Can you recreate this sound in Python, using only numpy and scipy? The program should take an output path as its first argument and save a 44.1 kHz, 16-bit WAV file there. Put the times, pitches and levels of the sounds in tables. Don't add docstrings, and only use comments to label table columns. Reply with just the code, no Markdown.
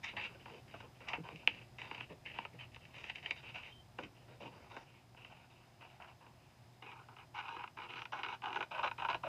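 import sys
import numpy as np
from scipy import signal
from scipy.fft import rfft, irfft
from scipy.io import wavfile
from scipy.ndimage import uniform_filter1d

SR = 44100
rng = np.random.default_rng(int(sys.argv[2]) if len(sys.argv) > 2 else 0)


def master(y):
    cut = np.clip(np.atleast_2d(y).T, -1, 1)
    pcm = np.round(cut * 32767)
    wavfile.write(sys.argv[1], SR, pcm.astype(np.int16))


N = 409226
T = np.arange(N) / SR

# frequency_hz, relative_db
FAN_SPECTRUM = [(15, -53), (25, -13.5), (129, -0.5), (193, -13), (227, -10.5), (322, -18), (359, -10.5),
                (433, -23), (702, -14.5), (1490, -27), (1710, -25.5), (3430, -29.5), (5140, -32.5),
                (5730, -34.5), (15500, -44.5)]
# time_s, level_db, rumble_boost_db
ROOM_TONE_RIDE = [(0, -59.5, -1.5), (4.74, -61.5, -1), (4.79, -62.5, -4), (8.68, -61, -10),
                  (8.73, -59.5, -4.5), (9.28, -59, 1)]
# time_s, level_db
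SQUEAK_ENVELOPE = [(3.7, -100), (3.725, -60.5), (3.81, -69.5), (3.85, -92)]
# pitch_hz, level_db, t60_s
COUNTER_MODES = [(166.3, 0, .16), (306, -2.5, 0.068), (455, -3, .06)]
# start_s, level_db, upper_modes_db
LANDINGS = [(1.180, -46.5, 10), (1.199, -40.5, 0), (1.323, -50.5, 6.5), (1.343, -45, -3), (2.104, -46, 3),
            (2.536, -50, 0)]
LOOSE_MODES = {"crackle": [(1952, 280, 0), (2270, 192, 2.5), (2697, 300, 7.5), (3096, 110, -5)],
               "body": [(686, 138.2, -2.5), (946, 170, 0), (1235, 180, -11.5), (1464, 159, -4.5)],
               "edge": [(3700, 190, 2), (4700, 100, -4), (5240, 1600, -12.5)], "flap": [(196.5, 80, -3.5),
               (319, 72, -1.5), (520, 162, 2)]}
PINCHED_MODES = {"crackle": [(1820, 280, -11), (2220, 150, -3.5), (2477, 140, 0), (2854, 247, -1.5)],
                 "body": [(772, 70, -3.5), (951, 142, 3), (1290, 120, -7), (1472, 77, -1), (1650, 76, -12)],
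                 "edge": [(3680, 330, 2.5), (3964, 83, 7), (4670, 770, -6), (5810, 260, -7.5),
                 (6180, 620, -11)], "flap": [(388, 115, 2.5), (507, 25, -2), (652, 145, 1.5)]}
BAND_DELAY_MS = {"crackle": 0, "body": 1.207, "edge": 0, "flap": 2.963}
# start_s, hold_s, crackle_db, body_db, edge_db, flap_db
BLADE_PUSHES = [(6.822, 0.11, -56, -1, -18, -12.5), (6.95, 0.087, -66, 8.5, -16.5, -6.5),
                (7.085, 0.048, -71, 13, -15, -1), (7.163, 0.06, -62.5, 4, -17.5, -9.5),
                (7.345, .065, -52, 1.5, -15.5, -21.5), (7.425, 0.22, -56.5, 5.5, -15, -11.5),
                (7.77, 0.094, -55, 4, -13, -6), (7.89, 0.13, -55.5, 4, -12, -7),
                (8.122, 0.09, -54, 7, -12, -6), (8.235, .11, -56.5, 5, -9, -5.5),
                (8.432, 0.082, -53, 9.5, -15, -1.5), (8.545, 0.091, -57.5, 8.5, -5.5, -0.5),
                (8.71, .10, -53, 6, -14, -1), (8.83, 0.039, -47.5, 8, -12, 0),
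                (8.981, 0.077, -53.5, 7.5, -12.5, -3.5), (9.088, 0.021, -49.5, 5, -8, 2),
                (9.12, 0.036, -58, 6, -10, 4), (9.234, .05, -54, 6.5, -14, 5)]
# start_s, crackle_db, body_db
BLADE_CATCHES = [(6.8243, -42, -4.5), (6.9166, -43, -14), (7.0852, -54.5, 11), (7.3536, -44, -2),
                 (7.379, -37, -6), (7.3915, -40.5, -9), (7.400, -39, -5), (7.4823, -38, -2),
                 (7.5656, -40.5, 8), (7.6384, -38.5, 4.5), (7.6758, -42, -1), (7.7736, -50, 3),
                 (7.9063, -39, -11), (7.9367, -36.5, -6), (7.9796, -38.5, -2), (7.9921, -35.5, -3.5),
                 (8.0186, -33, -1), (8.054, -33, -4.5), (8.1308, -35, 7), (8.1902, -39, 7),
                 (8.2327, -27.5, -7), (8.247, -33.5, 0), (8.262, -35.5, 0), (8.2855, -37, -1),
                 (8.3029, -42, 2), (8.3254, -39, 3), (8.4202, -41, 2), (8.4401, -35.5, 3),
                 (8.4576, -32.5, -8), (8.4835, -44, -3), (8.5284, -32.5, 1.5), (8.5455, -38.5, 5),
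                 (8.5593, -29, 3.5), (8.570, -32.5, 3), (8.5888, -43, -3), (8.6062, -30.5, 3),
                 (8.6123, -35, 1), (8.6262, -29, -0.5), (8.715, -38.5, 1), (8.7479, -38, -4),
                 (8.8297, -42, 8), (8.844, -29.5, 2.5), (8.862, -35, 3), (8.8761, -30.5, 1),
                 (8.913, -34, 3.5), (8.9809, -46, -8), (8.9988, -36, -5), (9.0482, -33.5, 7.5),
                 (9.0861, -31.5, 4.5), (9.099, -31.5, 0), (9.114, -35, 1), (9.129, -35, 2),
                 (9.145, -29.5, 0.5), (9.2353, -47.5, 13)]
# start_s, hold_s, crackle_db, body_db, edge_db, flap_db
HAND_RUSTLES = [(0.036, 0.057, -46, -9, -12.5, -20), (0.13, 0.023, -69, 10, -19, 12),
                (0.167, 0.087, -44.5, -6.5, -15, -14.5), (0.29, 0.064, -67.5, 3, -13, 3),
                (0.4, 0.022, -64, -10, -16, -3), (0.457, 0.13, -64, 0, -12, 3),
                (0.68, 0.12, -64.5, -7.5, -14, -5), (0.8, 0.049, -67.5, 9.5, -13, 8),
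                (0.95, 0.013, -70, -14.5, -23, -8), (1.005, 0.056, -61.5, 0.5, -12, -3),
                (1.075, 0.078, -50, -1.5, -19, -12), (1.24, 0.09, -58.5, -3.5, -15.5, -8),
                (1.35, 0.071, -63, -13, -16, -5.5), (1.476, 0.144, -55.5, -7.5, -19, -4.5),
                (1.79, 0.24, -55.5, -4.5, -15.5, -11), (2.1, 0.02, -60.5, 2, -18, 7),
                (2.255, 0.062, -53, -12, -21, -14), (2.34, 0.097, -54.5, -4, -22, -10),
                (2.53, 0.03, -70, -3, -17, 8.5), (2.59, 0.044, -54, -9, -19.5, -15),
                (2.72, 0.041, -66.5, -10, -13, -14), (2.81, 0.11, -67.5, -10, -11, -5),
                (2.94, 0.076, -54.5, -8.5, -11, -8.5), (3.035, 0.071, -53, -8, -14, -17),
                (3.15, 0.034, -54.5, -12, -13, -15), (3.23, 0.091, -53, -6.5, -14, -13),
                (3.36, 0.03, -53, -11.5, -12, -24), (3.43, 0.075, -57.5, -3, -13, -7.5),
                (3.545, 0.055, -56.5, -1.5, -15, -9.5), (3.63, 0.069, -55.5, -8.5, -15.5, -14),
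                (3.985, 0.019, -59, 2, -12, 9), (4.025, 0.024, -57.5, 1, -17, 4.5),
                (4.15, 0.076, -72, -7, -13, -1), (4.28, 0.073, -69, 5, -13, 6.5),
                (4.405, 0.069, -59.5, 4.5, -10, 5.5), (4.52, 0.15, -67, 2.5, -11, 2),
                (4.7, 0.12, -64.5, 5, -8, -2.5), (4.86, 0.15, -72.5, 1, -10, -3.5),
                (5.17, 0.097, -65, -1, -15, -4.5), (5.3, 0.14, -69.5, 5.5, -13, -11),
                (5.5, 0.25, -73.5, 1, -11.5, -8), (5.81, 0.049, -62.5, 4.5, -16, -6),
                (5.9, 0.06, -66.5, -2.5, -16, -19), (6.0, 0.048, -63, 6.5, -17, -7),
                (6.075, 0.026, -61.5, 2.5, -18, -14), (6.21, 0.09, -73, 4.5, -14, -3),
                (6.33, 0.17, -79.5, 0, -10, -6), (6.5, 0.25, -81, -2, -6, -4.5)]
# start_s, crackle_db, body_db, edge_db, decay_ms
CREASE_SNAPS = [(0.044, -36, -29, -7, 3.6), (0.169, -37, -27, -19, 4.4), (0.4577, -42.5, -1, -26, 3.9),
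                (0.7387, -49.5, 10.5, -26, 15), (0.8029, -45, 2, -11, 7.9), (1.0046, -52, 1.5, -20, 4.4),
                (1.0853, -28, -30, -17, 8.1), (1.1331, -25.5, -6, -34, 7.8), (1.252, -56, 10, -20, 5),
                (1.288, -35, -1, -22, 1.6), (1.359, -42, -17, -12, 3), (1.43, -58, 8, -19, 4),
                (1.475, -8, -17.5, -46, 1.06), (1.7848, -40, -6, -15, 3.4),
                (1.8166, -32.5, -11.5, -26, 4.1), (1.9121, -31.5, -2.5, -30, 3.5),
                (1.9462, -36.5, -8, -16.5, 7), (2.008, -30, -7, -35, 1.4), (2.2596, -35.5, -13.5, -38, 11),
                (2.387, -28.5, 0.5, -37, 1.9), (2.4508, -33.5, -0.5, -38, 4.2), (2.7456, -40, -23, -12, 3),
                (2.7616, -39.5, -6.5, -16, 3.3), (2.8526, -41.5, -27, -16.5, 3.2),
                (3.041, -31.5, -9, -25, 3), (3.0976, -28, -14, -18.5, 4.9), (3.157, -32.5, -29, -17, 3.2),
                (3.1838, -38, -27, -27.5, 3.3), (3.2282, -42, -16, -15, 3), (3.26, -26.5, -17, -27.5, 4.6),
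                (3.3084, -21.5, -12, -17, 3.3), (3.5578, -36.5, -7, -29, 8.6), (3.9873, -33.5, 5, -21, 3.5),
                (4.0352, -36, -8, -18, 3.5), (4.7152, -58, 0, -11, 2.6), (4.743, -54, 7, -8, 7),
                (4.7654, -41.5, 7.5, -15, 9.1), (5.1467, -60, 12, -27, 3), (5.2475, -41, -6.5, -25, 4.3),
                (6.022, -42.5, -22, -25, 3), (6.2645, -52, 4, -20, 3.1)]


def undb(db):
    return 10 ** (np.asarray(db) / 20)


def unit(x):
    return x / np.sqrt(np.mean(x ** 2))


def ring(x, hz, width_hz):
    return signal.lfilter(*signal.iirpeak(hz, hz / width_hz, fs=SR), x)


def drift(rate_hz):
    step = int(SR / rate_hz)
    held = np.repeat(rng.standard_normal(N // step + 1), step)
    return unit(uniform_filter1d(held, step)[:N])


def room_tone(hum_hz=120, hum_db=-5, whine_hz=5045, whine_db=-21.5, buzz_hz=58.7):
    log_hz = np.log(np.maximum(np.arange(N // 2 + 1) * SR / N, 1))
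    fan_hz, fan_db = np.transpose(FAN_SPECTRUM)
    fan_eq = undb(np.interp(log_hz, np.log(fan_hz), fan_db))
    air = unit(irfft(rfft(rng.standard_normal(N)) * fan_eq, N))
    hum = undb(hum_db + 1.7 * drift(7)) * np.sin(2 * np.pi * hum_hz * T + drift(8.2))
    pulses = np.exp(np.cos(2 * np.pi * buzz_hz * T))
    whine = undb(whine_db) * unit(pulses * np.sin(2 * np.pi * whine_hz * T + 0.45 * drift(60)))
    time_s, level_db, rumble_db = np.transpose(ROOM_TONE_RIDE)
    lows = signal.lfilter(*signal.butter(1, 180, fs=SR), air)
    low_shelf = lows * (undb(np.interp(T, time_s, rumble_db)) - 1)
    return undb(np.interp(T, time_s, level_db)) * (air + low_shelf + hum + whine)


def room_reverb(x, t60_s=0.12, wet_db=-14, predelay_s=0.006):
    t = np.arange(SR // 2) / SR
    tail = rng.standard_normal(len(t)) * np.exp(-np.log(1000) * t / t60_s) * (t > predelay_s)
    return x + undb(wet_db) * signal.fftconvolve(x, tail / np.linalg.norm(tail))[:N]


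def finger_squeak(pitch_hz=3120):
    level_db = np.interp(T, *np.transpose(SQUEAK_ENVELOPE), left=-200, right=-200)
    return undb(level_db) * unit(ring(rng.standard_normal(N), pitch_hz, width_hz=25))


def counter_flops(attack_s=0.003):
    out, t = np.zeros(N + SR // 4), np.arange(SR // 4) / SR
    lowest, *upper = [undb(db) * np.sin(2 * np.pi * hz * t) * np.exp(-np.log(1000) * t / t60_s)
                      for hz, db, t60_s in COUNTER_MODES]
    for start_s, level_db, upper_db in LANDINGS:
        thud = (lowest + undb(upper_db) * sum(upper)) * (1 - np.exp(-t / attack_s))
        at = int(start_s * SR)
        out[at:at + len(t)] += undb(level_db) * thud
    return out[:N]


def friction_grains(per_s, spread_db, slips_per_s, slip_db, slip_ms):
    hits = rng.random(N) < per_s / SR
    slips = (rng.random(N) < slips_per_s / SR) * undb(slip_db) * rng.random(N)
    swell = 1 + signal.lfilter([1], [1, -np.exp(-1000 / (slip_ms * SR))], slips)
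    size_db = spread_db * np.minimum(rng.exponential(size=N), 4)
    return unit(hits * swell * undb(size_db) * rng.standard_normal(N))


def rub_envelopes(rubs, rise_db_s, sag_db_s, fall_db_s):
    power = np.zeros((4, N))
    for start_s, hold_s, crackle_db, *offsets_db in rubs:
        near = slice(max(int((start_s - .1) * SR), 0), int((start_s + hold_s + .4) * SR))
        t = T[near] - start_s
        attack_db = rise_db_s * np.minimum(t, 0)
        sag_db = sag_db_s * (np.clip(t, 0, hold_s) - hold_s / 2)
        release_db = fall_db_s * np.maximum(t - hold_s, 0)
        bands_db = crackle_db + np.array([0, *offsets_db])[:, None]
        power[:, near] += undb(bands_db + attack_db - sag_db - release_db) ** 2
    return np.sqrt(power)


def click_bursts(starts_s, levels_db, decays_ms, sprays, click_ratio, attack_ms=0.67):
    out, t_ms = np.zeros(N + 2048), np.arange(2048) / SR * 1000
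    for start_s, gain, decay_ms, spray in zip(starts_s, undb(levels_db), decays_ms, sprays):
        burst = spray * (1 - np.exp(-t_ms / attack_ms)) * np.exp(-t_ms / decay_ms)
        burst[0] = click_ratio
        at = int(start_s * SR)
        out[at:at + 2048] += gain * burst / np.hypot(click_ratio, 1)
    return out[:N]


def band_responses(modes, delay_ms, contact_hz=6500):
    tick = np.zeros(2048)
    tick[int(delay_ms * SR / 1000)] = 1
    tick = signal.sosfilt(signal.butter(4, contact_hz, fs=SR, output="sos"), tick)
    responses = []
    for k, (hz, width_hz, db) in enumerate(modes):
        stage_hz = 1.78 * width_hz
        responses.append((-1) ** k * undb(db) * ring(ring(tick, hz, stage_hz), hz, stage_hz))
    return np.array(responses) / np.linalg.norm(sum(responses))


def paper(sheet, envelopes, texture, bursts, flap_db, bend_db, click_ratio, flap_tilt_db=0):
    starts_s, crackle_db, body_db, edge_db, decays_ms = np.transpose(bursts)
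    offsets_db = [0, body_db, edge_db, body_db + flap_db]
    shared_grains = friction_grains(**texture)
    sprays = rng.standard_normal((len(bursts), 2048)) / np.sqrt(SR / 1000)
    out = np.zeros(N)
    for band, envelope, offset_db in zip(sheet, envelopes, offsets_db):
        responses = band_responses(sheet[band], BAND_DELAY_MS[band])
        rub = envelope * unit(shared_grains + 0.48 * friction_grains(**texture))
        clicks = click_bursts(starts_s, crackle_db + offset_db, decays_ms, sprays, click_ratio)
        clicks /= np.abs(responses.sum(axis=0)).max()
        for k, response in enumerate(responses):
            wander_db = bend_db * drift(14)
            drive = rub * undb(wander_db) + clicks * undb(0.406 * wander_db)
            tilt_db = flap_tilt_db * (k - 1) if band == "flap" else 0
            out += signal.oaconvolve(drive * undb(tilt_db), response)[:N]
    return out


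def scissor_cuts(catch_edge_db=-18, catch_decay_ms=3.8, tilt_db_s=4.5, tilt_even_s=8.14):
    gritty = dict(per_s=6000, spread_db=1, slips_per_s=100, slip_db=7, slip_ms=3.6)
    pushes = rub_envelopes(BLADE_PUSHES, rise_db_s=5000, sag_db_s=8, fall_db_s=700)
    catches = [(*catch, catch_edge_db, catch_decay_ms) for catch in BLADE_CATCHES]
    slit_tilt_db = tilt_db_s * (T - tilt_even_s)
    return paper(PINCHED_MODES, pushes, gritty, catches, flap_db=-19, bend_db=2.5, click_ratio=1.38,
                 flap_tilt_db=slit_tilt_db)


def hand_folding():
    smooth = dict(per_s=8000, spread_db=2, slips_per_s=40, slip_db=0, slip_ms=6)
    rustles = rub_envelopes(HAND_RUSTLES, rise_db_s=2201, sag_db_s=17.5, fall_db_s=430)
    return paper(LOOSE_MODES, rustles, smooth, CREASE_SNAPS, flap_db=-11.5, bend_db=3, click_ratio=1.2)


def scene():
    foley = hand_folding() + scissor_cuts() + counter_flops() + finger_squeak()
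    return (room_reverb(foley) + room_tone())[None]


def record(dry):
    low_cut = signal.butter(3, 36, "high", fs=SR, output="sos")
    high_cut = signal.ellip(10, .2, 70, 15450, fs=SR, output="sos")
    return signal.sosfilt(high_cut, signal.sosfilt(low_cut, dry))


dry = scene()
out = record(dry)
master(out)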